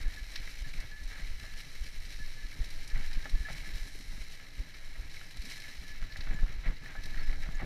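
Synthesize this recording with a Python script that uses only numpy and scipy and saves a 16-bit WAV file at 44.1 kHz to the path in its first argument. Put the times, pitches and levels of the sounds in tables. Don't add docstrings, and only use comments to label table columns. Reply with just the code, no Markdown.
import sys
import numpy as np
from scipy.fft import rfft, irfft, next_fast_len
from scipy.io import wavfile
from scipy.ndimage import map_coordinates

SR = 44100
rng = np.random.default_rng(int(sys.argv[2]) if len(sys.argv) > 2 else 0)


def unload_wav(signal):
    wavfile.write(
        sys.argv[1],
        SR,
        np.round(np.clip(np.atleast_2d(signal).T, -1, 1) * 32767).astype(np.int16),
    )


N = 337365

# (time [s], level [dB])
TRAIL_ROUGHNESS = [(0, -53.5), (.3, -58), (1.2, -57), (2.0, -58), (2.9, -55.5), (3.6, -53.5), (4.0, -58.5),
                   (4.35, -57), (5.0, -56), (5.9, -57.5), (6.4, -53), (6.8, -54.5), (7.3, -51.5),
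                   (7.62, -57)]
# (time [s], level [dB], thud pitch [Hz])
ROOT_HITS = [(.4, -40.5, 108), (0.469, -52, 231), (.517, -65, 270), (0.621, -51, 182), (.663, -44, 116),
             (0.747, -43, 129), (0.843, -42, 119), (1.194, -43, 159), (1.428, -46, 119), (1.667, -45, 144),
             (1.805, -55, 140), (2.2, -42, 152), (2.435, -54, 110), (2.59, -37.5, 108), (2.958, -35.5, 101),
             (2.997, -42, 180), (3.17, -43.5, 200), (3.251, -47, 132), (3.335, -42, 94.5),
             (3.402, -49, 123), (3.5, -39.5, 133), (3.541, -48, 150), (3.619, -44, 125), (3.672, -46, 164),
             (3.758, -45, 115), (3.952, -45.5, 375), (3.999, -47, 225), (4.179, -42.5, 180),
             (4.576, -43.5, 95), (5.44, -45, 181), (5.815, -47, 140), (5.469, -46.5, 240),
             (6.024, -38, 115), (6.188, -41, 131), (6.267, -45.5, 156), (6.307, -36, 164),
             (6.344, -35, 153), (6.427, -31.5, 126), (6.498, -41, 127), (6.661, -32.5, 122),
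             (6.686, -36.5, 151), (7.17, -41.5, 164), (7.276, -43, 118), (7.324, -50, 150),
             (7.487, -35.5, 149), (7.53, -47, 108), (7.614, -35.5, 125), (7.629, -50, 305)]
# (frequency [Hz], relative density [dB per Hz])
DIRT_SPECTRUM = [(30, -30), (70, 3), (110, 1.5), (175, -2), (230, -9.5), (350, -13), (600, -17),
                 (1200, -23.5), (4000, -89.5)]
# (frequency [Hz], relative density [dB per Hz])
CRISP_SPECTRUM = [(1000, -50), (4000, -0.5), (7000, 0), (9500, 1), (12000, -4), (14000, -18), (15500, -35)]


def amp(db):
    return 10 ** (np.asarray(db) / 20)


def unit(x):
    return x / np.sqrt(np.mean(x ** 2) + 1e-20)


def curves(rows):
    times, *columns = np.transpose(rows)
    return [np.interp(np.arange(N) / SR, times, column) for column in columns]


def wobble(rate):
    knots = rng.standard_normal(int(N * rate / SR) + 4)
    return map_coordinates(knots, [np.arange(N) * rate / SR])


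def add(track, s, sound):
    start = int(np.clip(round(s * SR), 0, N))
    track[start:start + len(sound)] += sound[:N - start]


def causal(x, level_of):
    size = 2 * next_fast_len(N // 2 + SR // 4)
    cepstrum = irfft(np.log(amp(level_of(np.fft.rfftfreq(size, 1 / SR)))), size)
    cepstrum[1:size // 2] *= 2
    cepstrum[size // 2 + 1:] = 0
    return irfft(rfft(x, size) * np.exp(rfft(cepstrum)), size)[:N]


def colour(x, spectrum):
    f, db = np.transpose(spectrum)

    def level_of(hz):
        level = np.interp(np.log(hz + 1), np.log(f), db)
        return level - 10 * np.log10(np.mean(amp(level) ** 2))
    return causal(x, level_of)


def grains(rate, spread_db):
    breaks = rng.random(N) < rate / SR
    size = np.minimum(rng.standard_normal(N), 2.5)
    return unit(breaks * amp(spread_db * size) * rng.choice([-1, 1], N))


def burst(t60, rise):
    t = np.arange(SR // 5) / SR
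    shape = amp(-60 * t / max(t60, 1e-3)) * (1 - np.exp(-t / rise))
    return shape / shape.max() * rng.standard_normal(len(t))


def struck(hz, t60, rise):
    t = np.arange(SR // 5) / SR
    shape = amp(-60 * t / t60) * (1 - np.exp(-t / rise))
    return shape / shape.max() * np.sin(2 * np.pi * hz * t)


def tear(length, t60, fibres_per_s=4500):
    t = np.arange(SR // 5) / SR
    shape = amp(-60 * np.maximum(t - length, 0) / t60)
    breaks = (rng.random(len(t)) < fibres_per_s / SR) | (t == 0)
    run = shape * breaks * rng.choice([-1, 1], len(t))
    return run * np.linalg.norm(shape) / np.linalg.norm(run)


def swells(events, rise, t60):
    out, t = np.zeros(N), np.arange(SR // 2) / SR
    for s, hold, gain in events:
        add(out, s, gain * (1 - np.exp(-t / rise)) * amp(-60 * np.maximum(t - hold, 0) / t60))
    return out


def load_db():
    # (middle time [s], half length [s], level change [dB])
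    light_spells = [(3.312, 0.009, 0.5), (6.57, 0.025, -2), (6.79, 0.045, -2), (7.02, 0.016, -1.5),
                    (7.258, 0.0072, -6), (7.38, .02, -1.5)]
    t = np.arange(N) / SR
    return sum(db * np.exp(-((t - s) / half) ** 2) for s, half, db in light_spells)


def leaf_levels():
    # (time [s], crunch level [dB], crisp crackle level [dB])
    litter = [(0, -52.5, -61.5), (.2, -53, -62.5), (.5, -51, -61), (.97, -55.5, -65), (1.12, -53, -63),
              (1.95, -52.5, -61), (3.4, -53, -63), (3.75, -49, -58.5), (3.95, -55.5, -60.5),
              (4.25, -52.5, -61.5), (4.53, -56, -66), (5.05, -57, -66), (5.3, -55, -64.5),
              (5.65, -50.5, -59.5), (6.05, -54, -67), (6.9, -56, -67), (7.25, -53, -65), (7.62, -57.5, -67)]
    # (time [s], length [s], level aimed at over the litter [dB])
    leaf_heaps = [(0.021, 0.01, 6), (.28, 0.1, 2.5), (1.568, 0.036, 4), (5.097, 0.1, 3), (5.435, 0.15, 3.5),
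                  (6.516, .035, 1), (7.035, 0.13, 1), (7.393, 0.031, 2.5)]
    extra = [(s, length, amp(db) - 1) for s, length, db in leaf_heaps]
    heaped = swells(extra, rise=0.0037, t60=0.04)
    return np.array(curves(litter)) + load_db() + 20 * np.log10(1 + heaped)


def shaking():
    at_reference_db, ground_reference_db, growth = -67, -59, 1.6
    ground_db = curves(TRAIL_ROUGHNESS)[0] + load_db()
    return amp(at_reference_db + growth * (ground_db - ground_reference_db))


def wind(gust_db=1.0):
    # (time [s], level [dB])
    gusts = [(0, -32), (.6, -41), (1.1, -36.5), (1.35, -32), (1.7, -42), (2.05, -30.5), (2.35, -40),
             (2.7, -38), (2.9, -35.5), (3.45, -37.5), (3.78, -31), (3.88, -36.5), (4.02, -37.5),
             (4.12, -34), (4.28, -42.5), (4.45, -44), (5.1, -39), (5.6, -45), (6.1, -34), (6.4, -28),
             (6.6, -36), (6.85, -41.5), (7.0, -33), (7.25, -29), (7.62, -31.5)]
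    # (frequency [Hz], relative density [dB per Hz])
    buffet_spectrum = [(5, -21), (14, 9.5), (24, -8), (35, -7), (50, -20), (75, -24), (95, -29.5),
                       (130, -36.5), (300, -65), (1000, -120)]
    lumps = amp(gust_db * wobble(16))
    pressure = colour(rng.standard_normal(N), buffet_spectrum)
    return amp(curves(gusts)[0]) * unit(lumps * pressure)


def jolts(cycles=0.19, trim_db=2.0):
    # (middle time [s], level [dB])
    bumps = [(0.071, -21), (0.42, -32), (0.793, -25.5), (1.057, -26.5), (1.239, -28), (2.451, -27),
             (2.942, -21.5), (3.174, -23.5), (3.344, -15.5), (3.611, -31), (3.754, -25.5), (3.821, -27),
             (4.095, -31), (5.151, -40), (6.028, -27), (6.302, -23), (6.438, -17), (6.686, -18.5),
             (7.191, -26), (7.288, -19.5), (7.472, -25), (7.6, -36)]
    strokes = [-31, -27, -34, -40, -27, -34, -23.5, -38, -25, -46, -33, -25, -29, -28, -32.5, -31.5, -29,
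               -34, -34]
    first_s, period_s, pedal_hz, bump_hz = .225, .398, 31.8, 21.7
    swings = [(first_s + k * period_s, db, pedal_hz) for k, db in enumerate(strokes)]
    swings += [(s, db, bump_hz) for s, db in bumps]
    out, t = np.zeros(N), np.arange(N) / SR
    for s, db, hz in swings:
        near = np.abs(t - s) < .1
        turn = (t[near] - s) * hz
        pulse = np.sin(2 * np.pi * (turn + rng.random())) / np.cosh(turn / cycles)
        out[near] += amp(db + trim_db) * pulse
    return out


def chatter(trim_db=-4, fits_db=1.5):
    # (time [s], length [s], level [dB])
    throws = [(0, 0.12, -59.5), (0.413, .03, -55.5), (0.645, 0.053, -58), (0.776, 0.064, -54),
              (1.11, 0.08, -53), (1.436, 0.021, -56), (2.943, 0.023, -53), (3.003, 0.032, -56),
              (3.1, 0.11, -59), (3.462, 0.037, -53), (6.005, 0.11, -67), (6.26, 0.06, -54.5),
              (6.415, 0.018, -70), (6.635, 0.04, -49.5), (6.886, 0.037, -54.5), (7.158, 0.06, -54.5),
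              (7.27, 0.06, -61), (7.41, 0.067, -56.5), (7.562, 0.021, -53), (7.592, 0.05, -54)]
    # (frequency [Hz], relative density [dB per Hz])
    tick_spectrum = [(150, -35), (450, -5.5), (700, 0.5), (1050, -5.5), (1500, 1.5), (2200, -1.5),
                     (3500, -10.5), (9000, -73)]
    thrown = swells([(s, length, amp(db)) for s, length, db in throws], rise=0.0014, t60=0.26)
    ticks = unit(grains(rate=350, spread_db=3.5) + rng.standard_normal(N))
    fits = unit(amp(fits_db * wobble(40)))
    return amp(trim_db) * np.hypot(shaking(), thrown) * colour(ticks * fits, tick_spectrum)


def pings(trim_db=-2, rise=0.00019):
    # (time [s], level [dB], pitch [Hz], t60 [s])
    flicks = [(2.5215, -49.5, 2230, 0.037), (5.1688, -45, 2210, 0.026), (5.5135, -46, 2210, 0.034),
              (5.536, -56, 2080, .06), (5.6415, -47, 2175, 0.019)]
    out = np.zeros(N)
    for s, db, hz, t60 in flicks:
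        add(out, s, amp(db + trim_db) * struck(hz, t60, rise))
    return out


def chirps(waver_hz=60, flicker_db=3):
    # (middle time [s], level [dB], pitch [Hz], half length [s])
    touches = [(6.345, -65, 7200, .01), (7.197, -60, 4380, 0.013), (7.244, -63, 5170, 0.017),
               (7.282, -66, 5170, .011), (7.553, -63, 7250, .006), (7.555, -59, 6550, .007)]
    out, t = np.zeros(N), np.arange(N) / SR
    drift = 2 * np.pi * np.cumsum(waver_hz * wobble(300)) / SR
    for s, db, hz, half in touches:
        near = np.abs(t - s) < .1
        shape = np.exp(-((t[near] - s) / half) ** 2)
        out[near] += amp(db) * shape * np.sin(2 * np.pi * hz * t[near] + drift[near])
    return out * unit(amp(flicker_db * wobble(150)))


def disc(trim_db=-6, waver_hz=6, flicker_db=0.8, shaken_db=-3):
    # (time [s], level [dB], contact [s])
    brushes = [(.03, -52, 0.071), (0.17, -37.5, 0.0069), (.642, -40, 0.011), (.81, -53, .02),
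               (.913, -40, 0.024), (0.959, -46, 0.045), (1.14, -57, .04), (1.40, -47, 0.016),
               (1.45, -52, 0.15), (2.194, -41, 0.036), (2.365, -45.5, 0.028), (2.427, -44, 0.016),
               (2.9, -47, 0.033), (3.04, -42.5, 0.01), (3.075, -52.5, .05), (3.235, -41, 0.013),
               (3.255, -47, .006), (3.347, -43.5, 0.027), (3.408, -44, 0.016), (3.449, -33.5, 0.0099),
               (3.655, -40, 0.014), (3.70, -52, .19), (4.4, -50, .02), (5.21, -46, 0.0087),
               (5.44, -53, 0.037), (5.577, -44, 0.014), (5.641, -42, 0.0066), (5.672, -46.5, .018),
               (5.845, -44, 0.01), (5.887, -44, 0.041), (6.02, -50, .01), (6.1, -45, 0.026),
               (6.345, -43, 0.06), (6.82, -48.5, 0.057), (6.956, -41.5, .03), (7.02, -49.5, 0.11),
               (7.125, -49, 0.018), (7.214, -45.5, 0.067), (7.3, -49, .055), (7.42, -49, 0.017),
               (7.542, -41, 0.013)]
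    # (frequency [Hz], relative level [dB])
    modes = [(1725, -8), (3810, -37), (5200, -48), (7260, -33)]
    rubbed = swells([(s, contact, amp(db)) for s, db, contact in brushes], rise=0.0017, t60=0.13)
    drive = np.hypot(rubbed, amp(shaken_db) * shaking() * wobble(33))
    ring = np.zeros(N)
    for hz, db in modes:
        phase = 2 * np.pi * np.cumsum(hz + waver_hz * wobble(90)) / SR
        ring += amp(db + flicker_db * wobble(56)) * np.sin(phase)
    return amp(trim_db) * drive * ring


def knocks(clack_db=-3, push_db=23, scrape_db=-22, bounce_s=0.00261, bounce_db=-8):
    # (time [s], level [dB], clack pitch [Hz], hollow body re level [dB])
    hits = [(0.4757, -37.5, 1990, -27), (0.7382, -37, 2390, -30), (1.159, -41, 1700, -28),
            (1.2487, -43, 2210, -32), (1.44, -48.5, 1700, -10), (2.958, -38, 2060, -18),
            (3.2563, -35.5, 1600, -15), (3.26, -47, 1500, -14), (3.486, -46, 1500, -7),
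            (3.4999, -40, 1730, -13), (3.5035, -43, 1900, -9.5), (3.5495, -43, 2200, -34),
            (4.3985, -43.5, 2150, -16), (4.955, -44.5, 1930, -19), (5.2132, -41, 1450, -25),
            (6.0263, -38.5, 1500, -31), (6.16, -34.5, 1800, -26), (6.273, -37.5, 1390, -23),
            (6.3095, -40, 1710, -25), (6.3903, -38.5, 1400, -26), (6.433, -50, 1500, -8),
            (6.462, -42, 1360, -34), (6.664, -38, 1790, -25), (6.6766, -37, 2130, -22),
            (6.681, -43, 1300, -23), (6.86, -37.5, 1800, -28), (6.9527, -44, 1500, -6),
            (7.1448, -38.5, 1750, -24), (7.1782, -39, 1890, -23), (7.2955, -38.5, 1980, -22),
            (7.3298, -39.5, 2070, -18), (7.436, -42, 1800, -18), (7.463, -49, 1860, -7),
            (7.489, -40, 1400, -23), (7.6003, -41, 1950, -5), (7.6115, -43, 1860, -19),
            (7.619, -44, 1800, -3), (7.6245, -55, 1900, -14)]
    # (frequency [Hz], relative density [dB per Hz])
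    hollow_spectrum = [(150, -4.5), (400, -11.5), (600, 4), (800, 5), (1050, -7), (1350, 3), (2000, -15),
                       (3000, -23), (8000, -57)]
    # (frequency [Hz], relative density [dB per Hz])
    scrape_spectrum = [(300, -23), (1000, -4), (1450, 17), (2000, -20), (3000, 8.5), (6000, -25),
                       (15000, -20.5)]
    clack, body, scrape = np.zeros((3, N))
    for s, db, hz, hollow_db in hits:
        bounce_delay = bounce_s * (1 + .5 * rng.random())
        for delay, loss_db in [(0, 0), (bounce_delay, bounce_db)]:
            add(clack, s + delay, amp(db + clack_db + loss_db) * struck(hz, t60=0.0075, rise=0.0001))
            add(body, s + delay, amp([db + hollow_db + push_db + loss_db]))
        add(body, s, amp(db + hollow_db) * burst(t60=0.037, rise=0.0024))
        add(scrape, s, amp(db + scrape_db) * burst(t60=0.12, rise=0.00028))
    return clack + colour(body, hollow_spectrum) + colour(scrape, scrape_spectrum)


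def thuds(trim_db=-2, cycles=6, grit_db=-14):
    note, grit = np.zeros(N), np.zeros(N)
    for s, db, hz in ROOT_HITS:
        add(note, s, amp(db + trim_db) * struck(hz, cycles / hz, rise=0.0028))
        add(grit, s, amp(db + grit_db) * burst(t60=0.028, rise=0.0034))
    return note + colour(grit, DIRT_SPECTRUM)


def snaps(crack_db=-6, stir_db=-13, splinter_db=-6):
    # (time [s], level [dB], bright splinter re level [dB], tearing time [s])
    twigs = [(0.358, -35, -16, 0.0046), (0.433, -53, -16, 0.0044), (0.734, -53, 0, 0.0046),
             (0.8026, -48.5, 0, .005), (1.035, -54, 3, .003), (1.605, -48, -13, .004),
             (2.052, -47, -6, .002), (2.082, -57, -8, .003), (2.642, -50.5, 0.5, 0.0045),
             (2.703, -55, 6, .003), (2.875, -54.5, 7.5, 0.0027), (2.8994, -48, -14, .003),
             (3.1306, -45.5, -7, 0.0037), (3.295, -48, -1, 0.0027), (4.741, -50, -25, .004),
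             (5.098, -57, -8, 0.0048), (5.112, -53, -6, .005), (5.141, -49, -14, 0.0035),
             (5.37, -54.5, 3, 0.013), (5.418, -48.5, -4, 0.0074), (5.452, -55, 9, 0.007),
             (5.498, -47, -3, .003), (5.516, -49, -6, 0.0053), (5.547, -64, -6, .003),
             (5.577, -51, -2, 0.0035), (5.6, -45.5, -7, 0.0033), (5.618, -50, -2, 0.0062),
             (5.879, -52, 0, .003), (6.121, -47, -26, 0.0054), (6.168, -47, -4, 0.0063),
             (6.205, -45.5, -28, 0.0075), (6.216, -57, -24, 0.0054), (6.767, -52, -15, 0.0038),
             (7.035, -49, -2, 0.0065), (7.056, -49, 0.5, 0.0047)]
    # (frequency [Hz], relative density [dB per Hz])
    twig_spectrum = [(300, -6), (1200, 12), (2000, 22.5), (3500, 22.5), (4700, 18.5), (5600, 14), (7000, 3),
                     (15000, -6)]
    crack, bright = np.zeros(N), np.zeros(N)
    for s, db, bright_db, length in twigs:
        stir = amp(stir_db) * burst(t60=0.14, rise=0.016)
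        add(crack, s, amp(db + crack_db) * (tear(length, t60=0.017) + stir))
        add(bright, s, amp(db + bright_db + splinter_db) * burst(t60=0.051, rise=0.00079))
    flakes = unit(amp(1.2 * wobble(690)))
    return colour(crack, twig_spectrum) + colour(bright * flakes, CRISP_SPECTRUM)


def stalks(per_second=45, trim_db=-3, spread_db=3, centre_hz=3300, cycles=14):
    out, crunch_db = np.zeros(N), leaf_levels()[0]
    for place, size, pitch in rng.random((int(per_second * N / SR), 3)):
        hz = np.clip(centre_hz * 2 ** (2 * pitch - 1), 500, 12000)
        db = crunch_db[int(place * N)] + trim_db - spread_db * np.log(size + 0.33)
        add(out, place * N / SR, amp(db) * struck(hz, cycles / hz, rise=0.00025))
    return out


def tyre_rumble(trim_db=-2, shudder_db=-9):
    # (time [s], length [s], level [dB])
    root_runs = [(3.338, 0.023, -49), (3.543, 0.018, -54), (4.078, 0.082, -56.5), (6.012, 0.018, -52),
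                 (6.295, 0.041, -44), (6.415, 0.015, -50), (6.625, .03, -58), (6.665, 0.024, -40.5),
                 (7.269, 0.07, -50.5), (7.465, .025, -50), (7.617, .04, -40)]
    after_thuds = [(s, 0, amp(db + shudder_db)) for s, db, hz in ROOT_HITS]
    shudder = swells(after_thuds, rise=0.0078, t60=0.23)
    judder = swells([(s, length, amp(db)) for s, length, db in root_runs], rise=0.0059, t60=0.03)
    rolling = amp(curves(TRAIL_ROUGHNESS)[0] + load_db())
    strength = np.sqrt(rolling ** 2 + shudder ** 2 + judder ** 2)
    drumming = unit(amp(2.23 * wobble(35)) * colour(rng.standard_normal(N), DIRT_SPECTRUM))
    return amp(trim_db) * strength * drumming


def crushed_leaves(crunch_trim_db=-5.5, crackle_trim_db=-2, clump_db=1.02, flutter_db=1.5, bed_db=-3):
    # (frequency [Hz], relative density [dB per Hz])
    crunch_spectrum = [(100, -12.5), (400, -1), (1000, -4.5), (2000, 3), (3300, 3), (5500, -10),
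                       (7000, -6.5), (10000, -37.5), (15000, -8)]
    crunch_db, crackle_db = leaf_levels()
    clumps = unit(amp(clump_db * wobble(35) + flutter_db * wobble(220)))
    crushed = unit(grains(rate=2200, spread_db=3) + amp(bed_db) * rng.standard_normal(N))
    crisp = grains(rate=1400, spread_db=13.0) + amp(7.5) * rng.standard_normal(N)
    splinters = unit(amp(0.34 * wobble(40)) * crisp)
    crunch = amp(crunch_db + crunch_trim_db) * colour(clumps * crushed, crunch_spectrum)
    crackle = amp(crackle_db + crackle_trim_db) * colour(clumps * splinters, CRISP_SPECTRUM)
    return crunch + crackle


def scene():
    bike = chatter() + pings() + chirps() + disc() + knocks()
    ground = thuds() + snaps() + stalks() + tyre_rumble() + crushed_leaves()
    return (wind() + jolts() + bike + ground)[None]


def record(dry):
    # (frequency [Hz], width [Hz], gain [dB])
    case_modes = [(277.5, 62, 5.5), (640, 27, 3), (706, 50, -3.5), (794, 42, 2.5), (1310, 99, 4),
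                  (1603, 40, 5.5), (1687, 140, 5.5), (1968, 433, 8), (2282, 290, 6.5), (2650, 78, 5.5),
                  (2995, 190, 3), (3878, 300, 9.5), (4242, 430, 10.5), (4747, 225, 10), (4790, 67, -10),
                  (5060, 270, 5.5), (5503, 680, 10.5), (6130, 500, 5), (7250, 330, 2), (7870, 530, -1.5),
                  (10850, 400, -2.5), (11600, 990, 2.5), (13200, 930, 6.5), (14900, 1000, -7)]
    top_hz = 15200

    def case_gain_db(f):
        return sum(db * np.exp2(-(2 * (f - hz) / width) ** 2) for hz, width, db in case_modes)
    cased = causal(dry[0], case_gain_db)
    size = next_fast_len(N + SR // 4)
    kept = np.fft.rfftfreq(size, 1 / SR) < top_hz
    return irfft(rfft(cased, size) * kept, size)[None, :N]


dry = scene()
out = record(dry)
unload_wav(out)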